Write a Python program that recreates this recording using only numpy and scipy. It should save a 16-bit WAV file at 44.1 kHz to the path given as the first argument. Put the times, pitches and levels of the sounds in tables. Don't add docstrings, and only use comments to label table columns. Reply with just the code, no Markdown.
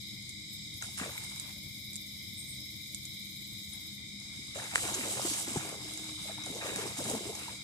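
import sys
import numpy as np
from scipy import signal
from scipy.fft import rfft, irfft, next_fast_len
from scipy.io import wavfile

SR = 44100
rng = np.random.default_rng(int(sys.argv[2]) if len(sys.argv) > 2 else 0)


def pcm_store(signal):
    levels = np.round(np.clip(np.atleast_2d(signal), -1, 1) * 32767)
    wavfile.write(sys.argv[1], SR, levels.astype(np.int16).T)


N = 336483
RIGHT_LAG = 8


def amp(db):
    return 10 ** (np.asarray(db) / 20)


def rms_one(x):
    return x / np.sqrt(np.mean(x ** 2) + 1e-20)


def at_hz(points, hz):
    f, value = np.transpose(points)
    return np.interp(np.log(hz), np.log(f), value, left=-80, right=-80)


def coloured(x, spectrum):
    size = next_fast_len(N)
    hz = np.arange(size // 2 + 1) * SR / size + 1e-3
    return rms_one(irfft(rfft(x, size) * amp(at_hz(spectrum, hz)), size)[..., :N])


def band(x, hz, width_hz, order=2):
    edges = [hz - width_hz / 2, hz + width_hz / 2]
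    return signal.sosfilt(signal.butter(order, edges, "band", fs=SR, output="sos"), x)


def low_noise(cutoff_hz):
    low_pass = signal.butter(2, cutoff_hz, fs=SR, output="sos")
    return signal.sosfilt(low_pass, rng.standard_normal((2, N)))


def drift(corner_hz):
    r = np.exp(-2 * np.pi * corner_hz * 40 / SR)
    noise = rng.standard_normal(N // 40 + 2002)
    slow = signal.lfilter([1], [1, -2 * r, r * r], noise)[2000:]
    return np.interp(np.arange(N) / 40, np.arange(len(slow)), rms_one(slow))


def held(start, length, rise, fall):
    t = np.arange(N) / SR - start
    return np.clip(t / rise, 0, 1) * np.exp(-np.maximum(t - length, 0) / fall)


def burst(hz, cycles, rise=0):
    turn = np.arange(int(4 * cycles * SR / hz)) * hz / SR
    tone = np.sin(2 * np.pi * turn * (1 + rise * turn / cycles / 2))
    x = tone * (1 - np.exp(-2 * turn)) * np.exp(-turn / cycles)
    return x / np.abs(x).max()


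def add(out, s, left, right):
    i = round(s * SR)
    out[0, i:i + len(left)] += left
    out[1, i + RIGHT_LAG:i + RIGHT_LAG + len(right)] += right


# frequency in Hz, density in dB per Hz.
RUMBLE_SPECTRUM = [(13, -48), (22, -49), (50, -10.5), (91, 0.5), (199, -5.5), (312, -10), (450, -26.5),
                   (900, -30.5), (1800, -35.5), (2400, -15), (2650, -62), (2900, -48), (3300, -49)]
# frequency in Hz, correlation.
RUMBLE_LIKENESS = [(25, 0.76), (60, 1), (300, 0.42), (640, 0.041), (3000, 0.17)]


def rumble():
    mid, side = rng.standard_normal((2, N))
    size = next_fast_len(N)
    hz = np.arange(size // 2 + 1) * SR / size
    alike = np.interp(hz, *np.transpose(RUMBLE_LIKENESS)).clip(0, 1)
    shared = np.sqrt(1 + alike) * rfft(mid, size)
    opposed = np.sqrt(1 - alike) * rfft(side, size) * [[1], [-1]]
    noise = irfft(shared + opposed, size)[:, :N]
    return amp(-54 + 1.45 * drift(15.0)) * coloured(noise, RUMBLE_SPECTRUM)


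def hum(hz, waver_hz):
    flutter = amp(1.4 * drift(3.6) + 3.0 * drift(13.0))
    return rms_one(flutter * np.sin(2 * np.pi * np.cumsum(hz + waver_hz * drift(6.08)) / SR))


# pitch in Hz, waver in Hz, level in dB before the gain in background().
STEADY_HUMS = [(123.2, 5.02, -61.5), (155.4, 3.8, -68), (201.7, 1.6, -58), (476, 2.45, -86.5)]
# start in seconds, length in seconds, rise in seconds, fall in seconds, level in dB before later gains.
MIDDLE_HUM_SWELL = (4.5, 1.5, 1, 1, -58)
HIGH_HUM_SWELL = (1.2, .8, 0.3, 0.9, -74)


def hums():
    out = sum(amp(level_db) * hum(hz, waver_hz) for hz, waver_hz, level_db in STEADY_HUMS)
    *shape, swell_db = HIGH_HUM_SWELL
    high_level = amp(-90) + amp(swell_db) * held(*shape)
    out += high_level * hum(603, 6.0) * amp(3.0 * drift(8.0) - 2.5)
    *shape, swell_db = MIDDLE_HUM_SWELL
    middle_level = amp(-67) + amp(swell_db) * held(*shape)
    return out + middle_level * hum(310, 4.17)


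# frequency in Hz, density in dB per Hz.
HISS_SPECTRUM = [(5300, -23), (5750, -6), (6500, -0.5), (7300, -1), (8200, -1), (9500, -8.5), (11000, -9.5),
                 (11500, -13), (11900, -17), (13000, -12), (14500, -13), (15700, -27)]


def night_hiss():
    return coloured(rng.standard_normal((2, N)), HISS_SPECTRUM) * amp(-54.5 + 0.93 * drift(11.0))


def background():
    return (rumble() + hums()) * amp([[2.2], [-2.2]]) + night_hiss()


# start in seconds, level in dB before later gains, pitch in Hz,
# decay in cycles, pitch rise as a share per decay time.
BUMP_EVENTS = [(0.824, -34, 1445, 4.7, -0.025), (0.843, -38, 1500, 3.0, 0), (0.885, -49, 810, 3.2, -0.063),
               (.978, -35, 1550, 3.2, 0.12), (1.0, -33, 1500, 3.0, 0.18), (1.012, -29.5, 258, 1.6, -0.0031),
               (1.036, -29, 1580, 2.5, 0.23), (1.06, -36, 584, 2.9, 0.015), (1.077, -37, 417, 1.8, -0.093),
               (1.091, -40, 600, 2.9, -0.034), (1.093, -36, 1510, 2.5, 0.017),
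               (1.178, -27, 2220, 7, -0.011), (1.485, -51, 1000, 5.9, 0), (3.76, -56, 800, 2.5, -0.024),
               (4.384, -44.5, 230, 4, 0.11), (4.558, -35, 574, 2.7, -0.019), (4.574, -33.5, 518, 3.7, 0.31),
               (4.737, -39, 660, 4.6, 0.04), (4.85, -37, 365, 2.6, -0.099), (4.887, -33, 690, 3.5, 0.038),
               (4.912, -35, 316.7, 2.7, 0.02), (4.961, -36, 360, 3.9, 0.022), (4.987, -35, 296, 4.1, -0.11),
               (5.036, -37, 315, 2.3, -0.03), (5.115, -36, 610, 2.0, 0.15), (5.168, -37, 544, 3.3, -0.0039),
               (5.195, -23.5, 842, 2, -0.11), (5.249, -27.5, 345, 3.2, -0.012),
               (5.31, -35, 298, 2.8, -0.031), (5.477, -32, 322, 3.2, 0.0089), (5.51, -38, 250, 3, -0.11),
               (5.559, -22, 360, 1.8, -0.0021), (5.56, -31.5, 806, 10.6, -0.057),
               (5.568, -26.5, 155, 2.0, -0.061), (5.649, -35, 720, 2.2, 0.038),
               (5.844, -41, 304, 2.1, 0.13), (5.99, -45, 407, 3.6, -0.068), (6.094, -43, 1148, 3.8, 0.059),
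               (6.255, -42, 594.6, 3.4, 0.057), (6.294, -35, 636, 6.4, 0.025),
               (6.381, -38, 890, 3.0, 0.038), (6.465, -36, 806, 3.9, -0.074),
               (6.502, -30.5, 251, 1.5, 0.055), (6.555, -33, 390, 3.53, 0.36),
               (6.632, -39, 600, 3.6, 0.089), (6.645, -35, 425, 2.5, -0.014),
               (6.657, -30.5, 540, 3.4, 0.085), (6.72, -36.5, 390, 4.8, -0.0088),
               (6.756, -36, 252, 1.6, 0.018), (6.787, -30.5, 413, 3.6, 0.068),
               (6.823, -37, 382, 2.5, -0.0093), (6.853, -29.5, 370, 2.4, 0.19),
               (6.986, -33, 236, 2.8, 0.37), (7.002, -33.5, 485, 3.4, 0.13), (7.05, -34.5, 200, 6.6, 0.11),
               (7.095, -34, 304, 3.2, -0.045), (7.11, -29.5, 560, 3, -0.054), (7.135, -29, 235, 2.3, 0.069),
               (7.136, -28, 470, 2.5, -0.023), (7.157, -30.5, 230, 2.8, -0.027),
               (7.207, -34.5, 394, 3.2, -0.084), (7.254, -33, 287, 5, 0.294),
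               (7.292, -31.5, 437, 3.6, -0.00061), (7.348, -44, 810, 4.1, -0.093),
               (7.481, -35, 947, 7.6, 0.015)]


def bumps():
    out = np.zeros((2, N + SR))
    chance = rng.random((len(BUMP_EVENTS), 4))
    for (s, level_db, hz, cycles, rise), (late, later, low, high) in zip(BUMP_EVENTS, chance):
        rings = ((0, 1, 3.0),
                 (0.00836 * late, 0.719 + 0.5 * low, 10.0),
                 (0.014 * later, 1.374 + 1.0 * high, 11.0))
        for wait, ratio, less_db in rings:
            x = amp(level_db - less_db) * burst(hz * ratio, max(cycles, .7), rise)
            add(out, s + wait, x * amp(1.0), x * amp(-1.0))
    return out[:, :N]


# (its peak is set 6 dB higher, before panning).
SNAP_EVENTS = [(0.2239, -40, 9100, -1.5, -70), (0.292, -28.5, 7540, -6, -76),
               (0.4994, -47, 7680, -1.0, -67), (0.7406, -37, 9270, 12, -68), (0.823, -26.5, 6640, 6, -36.5),
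               (0.9863, -30, 9100, -17, -49), (0.9974, -36, 8000, 0, -33.5), (1.1346, -38, 7000, -2, -53),
               (1.178, -31, 8400, -6, -57), (1.2375, -34, 8360, -12, -47), (1.36, -37, 7110, -11, -51),
               (1.3975, -28, 7900, -18, -57), (1.493, -34, 9100, -0.5, -49), (1.932, -34, 8200, -15, -74),
               (1.942, -34, 7870, 4, -74), (1.956, -34.5, 7700, -27, -78), (1.9627, -30, 7700, 14, -76),
               (2.946, -23.5, 7550, -8, -73), (3.053, -28, 7400, 3, -75), (4.199, -35, 9000, 2, -70),
               (4.472, -39, 9600, -4, -66), (4.5496, -44, 7940, -17, -50), (4.64, -32, 6600, 1, -58),
               (4.7544, -28, 7600, -10, -48), (4.7563, -21, 7900, -17, -15), (4.779, -35, 8200, -26, -31),
               (4.852, -32, 7800, -16, -42), (4.8986, -28, 6750, 3, -48), (4.9415, -23, 6500, -1, -46),
               (4.9445, -26, 6890, 4, -44), (4.9477, -21, 7240, -1, -46), (5.045, -30, 7800, 0, -55),
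               (5.0834, -26, 7800, -5, -55), (5.217, -29, 5020, 8, -50), (5.482, -33, 5100, 0, -53),
               (5.5326, -26, 8100, -2.5, -59), (5.627, -33, 9500, 2, -58), (5.691, -31, 8240, 12, -43),
               (5.9359, -29, 9600, 3, -58), (5.9743, -29.5, 7320, -7, -60), (6.0422, -34, 7920, 13, -59),
               (6.4221, -38, 5040, 5, -58), (6.4368, -30.5, 6200, 4, -58), (6.4606, -29, 7560, -5, -49),
               (6.5483, -34, 6130, 2, -60), (6.7598, -20.5, 7800, -5, -36), (6.884, -33, 5056, 6, -55),
               (7.04, -29, 7000, 2, -55), (7.078, -26, 7500, 0, -50), (7.098, -21, 7700, 0, -52),
               (7.113, -26, 7500, 0, -55), (7.3516, -28, 7060, 3, -50)]
SPRAY_DB, SPRAY_S = -9.5, 0.011


def snaps():
    out = np.zeros((2, N + SR))
    t = np.arange(SR // 10) / SR
    noise = rng.standard_normal((len(SNAP_EVENTS), 2, len(t)))
    sprays = band(noise, 7700, 4300.0) * np.exp(-t / SPRAY_S)
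    for (s, level_db, hz, pan_db, body_db), spray in zip(SNAP_EVENTS, sprays):
        add(out, s + .001, *(amp(level_db + SPRAY_DB) * spray))
        for side_db, ratio, cycles in ((0, 1, 4.9), (-12.0, 0.615, 3.7), (-11.5, 1.12, 6.2)):
            x = amp(level_db + side_db) * burst(hz * ratio, cycles)
            add(out, s + .0008, x * amp(pan_db / 2), x * amp(-pan_db / 2))
        # dB against the body level, Hz, decay in cycles
        for over_db, body_hz, cycles in ((6, 1850, .9), (-1.5, 2700, 1.0)):
            x = amp(body_db + over_db) * burst(body_hz, cycles)
            add(out, s + .0013, x * amp(1.5), x * amp(-1.5))
    return out[:, :N]


def grains(per_s, spread_db, clump_db):
    sizes = amp(spread_db * np.minimum(rng.exponential(1, (3, N)), 5)) * rng.choice([-1, 1], (3, N))
    return sizes * (rng.random((3, N)) < per_s * amp(clump_db * drift(25.0)) / SR)


def from_side(x, alike):
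    shared = np.array([x[0], np.roll(x[0], RIGHT_LAG)])
    return np.sqrt(alike) * shared + np.sqrt(1 - alike) * x[1:]


def crunch(spectrum, per_s, cycles, patchy_db, alike, clump_db):
    clicks, dealt = grains(per_s, 1.6, clump_db), rng.integers(0, 12, N)
    rings = 0
    for k, hz in enumerate(np.geomspace(spectrum[0][0], spectrum[-1][0], 12)):
        struck = clicks * (dealt == k) * amp(patchy_db * drift(7.2))
        rings = rings + band(struck + 1e-18, hz, hz / cycles, order=1)
    return coloured(from_side(rings, alike), spectrum)


# frequency in Hz, density in dB per Hz.
SHOVE_SPECTRUM = [(90, 1.5), (160, -8), (250, -6), (400, 0), (700, -3), (1000, -9.5), (1500, -25)]
SCRAPE_SPECTRUM = [(400, -37), (650, -5.5), (900, -4), (1400, -4), (2000, -6), (2400, -3), (2900, -7)]
CRACKLE_SPECTRUM = [(2300, -18), (2700, -7), (3000, -1.5), (3300, -3), (3800, -5.5), (5600, -5),
                    (7000, -0.5), (8090, 4), (9200, -2), (11000, -8), (12500, -12), (14500, -14.5),
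                    (15700, -75)]
# start in seconds, length in seconds, then shove, scrape and crackle
# levels in dB before later gains.
MOVEMENTS = [(0.81, 0.014, -62, -51, -43), (0.967, 0.033, -68, -51, -41.5),
             (0.988, 0.071, -50.5, -45.5, -54), (1.13, 0.081, -63, -55, -50),
             (1.215, 0.21, -79, -62, -49.5), (1.437, 0.066, -72, -62.5, -64), (3.713, 0.13, -85, -67, -66),
             (4.183, 0.14, -81, -71, -59), (4.313, 0.26, -84, -67.5, -55.5), (4.54, 0.1, -50, -46, -44),
             (4.7, 0.066, -61, -48, -50), (4.73, 0.28, -49, -45, -38), (5.025, 0.043, -42, -45.5, -40),
             (5.087, 0.12, -47.5, -45, -36.5), (5.213, 0.056, -48.5, -45, -34),
             (5.317, 0.088, -51.5, -48, -38.5), (5.458, 0.2, -49, -48, -42),
             (5.638, 0.13, -50.5, -56.5, -55.5), (5.794, 0.3, -59.5, -55.5, -45.5),
             (6.182, 0.074, -59, -58, -45), (6.267, 0.04, -58, -50, -53.5), (6.358, 0.11, -60, -55, -51.5),
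             (6.44, 0.17, -50.5, -57, -46.5), (6.602, 0.28, -46, -46.5, -41.5),
             (6.96, 0.15, -43.5, -49.5, -39), (7.073, 0.08, -42, -46.5, -44.5),
             (7.21, 0.15, -49.5, -51.5, -46), (7.382, 0.034, -60, -49, -44), (7.444, 0.065, -59, -54, -53)]
# delay in seconds, shortest rise in seconds,
# added rise as a share of the length, fall in seconds, unevenness in dB.
MOVEMENT_SHAPES = [(0.0061, 0.018, 0.051, 0.05, 0), (0.0008, 0.0059, 0.023, 0.074, 1),
                   (0.0015, 0.0046, 0.076, 0.14, 0.8)]


def rustle():
    levels = []
    for k, (delay, rise, share, fall, uneven_db) in enumerate(MOVEMENT_SHAPES):
        power = sum((amp(db[k]) * held(s + delay, length, rise + share * length, fall)) ** 2
                    for s, length, *db in MOVEMENTS)
        levels.append(np.sqrt(power) * amp(uneven_db * drift(12.0)))
    shove = crunch(SHOVE_SPECTRUM, 600.0, 4.8, patchy_db=2.5, alike=0.81, clump_db=2.5) * levels[0]
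    scrape = crunch(SCRAPE_SPECTRUM, 1000.0, 5.9, patchy_db=3.0, alike=0.57, clump_db=3.0) * levels[1]
    fibres = crunch(CRACKLE_SPECTRUM, 20000.0, 6.0, patchy_db=2.2, alike=.33, clump_db=2.0)
    ticks = coloured(from_side(grains(1500.0, 4.0, 3.0), .4), CRACKLE_SPECTRUM)
    crackle = (.85 * fibres + .5 * ticks) * levels[2]
    return (shove + scrape) * amp([[.8], [-.8]]) + crackle * amp([[-.9], [.9]])


# frequency in Hz, density in dB per Hz.
KATYDID_SPECTRUM = [(5400, -23), (6400, -6.5), (8000, -20), (9500, -1.5), (10900, 0), (11450, 3.5),
                    (11900, 0), (12300, -1), (12900, -1), (13400, 1.5), (14800, -6), (15700, -8)]
ECHO_SPECTRUM = [(8000, -30), (9500, 0), (11000, -14), (12200, -3), (13500, 1), (14800, -1), (15700, -9)]
# time in seconds, level in dB against a buzz stroke.
LONE_STROKES = [(.019, -7), (.082, -6), (.144, -7), (.537, 4), (.778, 2), (.941, 1), (1.103, 3), (1.178, 4),
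                (1.243, -4), (1.303, -10), (1.357, -1), (3.946, -2)]
BUZZ_START_S, BUZZ_END_S = 1.42, 3.9
BUZZ_PER_S, BUZZ_FASTEST_S, BUZZ_SAG = 18.67, 2.3, .5
STROKE_RISE_S, STROKE_FALL_S = 0.013, 0.014
KATYDID_DB, ECHO_DB = -50.5, -60.5
ECHO_LAG_S, ECHO_SMEAR_S = 0.012, 0.018
WHIRR, WHIRR_END_S, WHIRR_FADE_S = 0.23, 3.97, .15


def katydid():
    now = np.arange(N) / SR
    buzzing = (now >= BUZZ_START_S) & (now < BUZZ_END_S)
    rate = (BUZZ_PER_S - BUZZ_SAG * (now - BUZZ_FASTEST_S) ** 2) * buzzing
    strokes = np.diff(np.ceil(np.cumsum(rate) / SR), prepend=0)
    strokes *= amp(.6 * rng.standard_normal(N))
    s, db = np.transpose(LONE_STROKES)
    strokes[(s * SR).astype(int)] = amp(db)
    t = np.arange(-3000, 3001) / SR
    direct_shape = np.exp(np.where(t < 0, t / STROKE_RISE_S, -t / STROKE_FALL_S))
    echo_shape = np.exp(-.5 * ((t - ECHO_LAG_S) / ECHO_SMEAR_S) ** 2)
    whirr = WHIRR * np.exp(-np.maximum(now - WHIRR_END_S, 0) / WHIRR_FADE_S)
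    direct = signal.fftconvolve(strokes, direct_shape, "same") + whirr
    echo = signal.fftconvolve(strokes, echo_shape, "same") + whirr
    noise = rng.standard_normal((2, N))
    left = amp(KATYDID_DB) * direct * coloured(noise[0], KATYDID_SPECTRUM)
    right = amp(ECHO_DB) * echo * coloured(noise[1], ECHO_SPECTRUM)
    return np.array([left, right])


# middle in seconds, pitch in Hz, width in Hz, length in seconds,
# level in dB before the gain in crickets().
CHIRP_EVENTS = [(2.403, 8500, 890, 0.064, -46.5), (2.51, 8440, 900, 0.1, -49),
                (3.738, 9740, 60, 0.022, -48.5)]


def chirps():
    out, t = np.zeros((2, N)), np.arange(N) / SR
    for s, hz, width_hz, length, level_db in CHIRP_EVENTS:
        near = slice(round((s - .2) * SR), round((s + .2) * SR))
        rasp = rms_one(band(rng.standard_normal((2, len(t[near]))), hz, width_hz))
        bell = np.exp(-.5 * ((t[near] - s) / (length / 3)) ** 2)
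        out[:, near] += amp(level_db) * rasp * bell
    return out


# start in seconds, length in seconds,
# level in dB before the gain in crickets().
THIN_PHRASES = [(.24, 0.38, -61.5), (3.3, 0.49, -65)]
THIN_HZ, THIN_PER_S, THIN_EDGE_S = 7700, 36, 0.1
THIN_DB = -79


def thin_singer():
    t = np.arange(N) / SR
    phrases = sum(amp(db) * held(s, length, THIN_EDGE_S, THIN_EDGE_S) for s, length, db in THIN_PHRASES)
    pulse = 1 + .7 * np.sin(2 * np.pi * THIN_PER_S * t)
    tone = low_noise(110.0) * np.sin(2 * np.pi * THIN_HZ * t)
    return (amp(THIN_DB) + phrases) * rms_one(tone * pulse)


# start in seconds, length in seconds, pitch in Hz,
# level in dB added to the resting level.
LEAD_SWELLS = [(-.1, .4, 4150, -62), (1.05, .4, 3925, -68), (1.95, 0.53, 3900, -57),
               (2.98, .62, 4006, -56.5), (3.7, .3, 3870, -72), (4.7, 0.26, 3965, -52),
               (5.85, 0.55, 4020, -58), (6.4, 0.475, 3850, -66), (7.3, .4, 4060, -58)]
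LEAD_HZ, LEAD_DB, LEAD_EDGE_S = 3850, -85, 0.074


def lead_cricket():
    hz, level = LEAD_HZ, amp(LEAD_DB)
    for s, length, swell_hz, db in LEAD_SWELLS:
        swell = held(s, length, LEAD_EDGE_S, LEAD_EDGE_S)
        hz = hz + (swell_hz - LEAD_HZ) * swell
        level = level + amp(db) * swell
    stroke = np.cumsum(38 + 1.5 * drift(2.0)) / SR
    gate = np.maximum(np.sin(2 * np.pi * stroke) + .9, 0)
    tone = np.sin(2 * np.pi * np.cumsum(hz) / SR)
    return level * rms_one(gate * low_noise(45.0) * tone)


def choir(spectrum, width_hz, per_s, jitter, count):
    out, strokes = np.zeros((2, N)), np.arange(450)
    for hz in np.linspace(spectrum[0][0], spectrum[-1][0], count):
        draw = rng.standard_normal((3, 2, 6, 450))
        tempo = per_s * (1 + .04 * draw[0, :, :, :1])
        moment = (strokes + jitter * draw[1] + draw[0, :, :, 1:2]) / tempo
        at = ((moment * SR) % N).astype(int)
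        live = strokes < tempo * N / SR
        clicks = np.full((2, N), 1e-18)
        for side in range(2):
            np.add.at(clicks[side], at[side], np.sign(draw[2, side]) * live[side])
        out += band(clicks, hz, width_hz) * amp(2.2 * drift(3.0))
    return coloured(out, spectrum)


# frequency in Hz, filter gain in dB.
LOW_SPECTRUM = [(1860, -34), (1920, -26), (2000, -9), (2090, -1), (2150, 0), (2340, -4), (2450, -16),
                (2510, -36), (2560, -60)]
MID_SPECTRUM = [(2800, -50), (2900, -30), (3000, -17), (3300, -12), (3580, -8), (3720, -2), (3850, 0),
                (3960, -3.5), (4060, -10), (4150, -15), (4300, -20), (4400, -40)]
HIGH_SPECTRUM = [(4050, -30), (4200, -11), (4500, -9), (4800, -3), (5150, 0), (5400, -4), (5600, -8),
                 (5750, -16), (5900, -40)]
# time in seconds, change in dB.
MID_CHOIR_SWELL = [(0, -1), (.9, -1.5), (1.4, -1.5), (1.9, -1), (2.8, -1.5), (3.2, 0), (3.6, -0.5),
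                   (4.3, -2), (5.6, -2.5), (6.2, 0.5), (7.0, -2.5), (7.63, -2.5)]
LOW_DB, MID_DB, HIGH_DB = -56, -49.5, -55


def choirs():
    low = choir(LOW_SPECTRUM, 130.0, 30.0, .15, count=10)
    middle = choir(MID_SPECTRUM, 150.0, 38.0, .05, count=18)
    high = choir(HIGH_SPECTRUM, 220.0, 46.0, .15, count=14)
    swell_db = np.interp(np.arange(N) / SR, *np.transpose(MID_CHOIR_SWELL))
    return amp(LOW_DB) * low + amp(MID_DB + swell_db) * middle + amp(HIGH_DB) * high


def crickets():
    far = choirs() + thin_singer() + chirps()
    return far * amp([[3.5], [2.2]]) + lead_cricket()


def scene():
    return background() + bumps() + snaps() + rustle() + katydid() + crickets()


def record(dry):
    return signal.sosfilt(signal.ellip(12, .5, 70, 15500, fs=SR, output="sos"), dry)


dry = scene()
out = record(dry)
pcm_store(out)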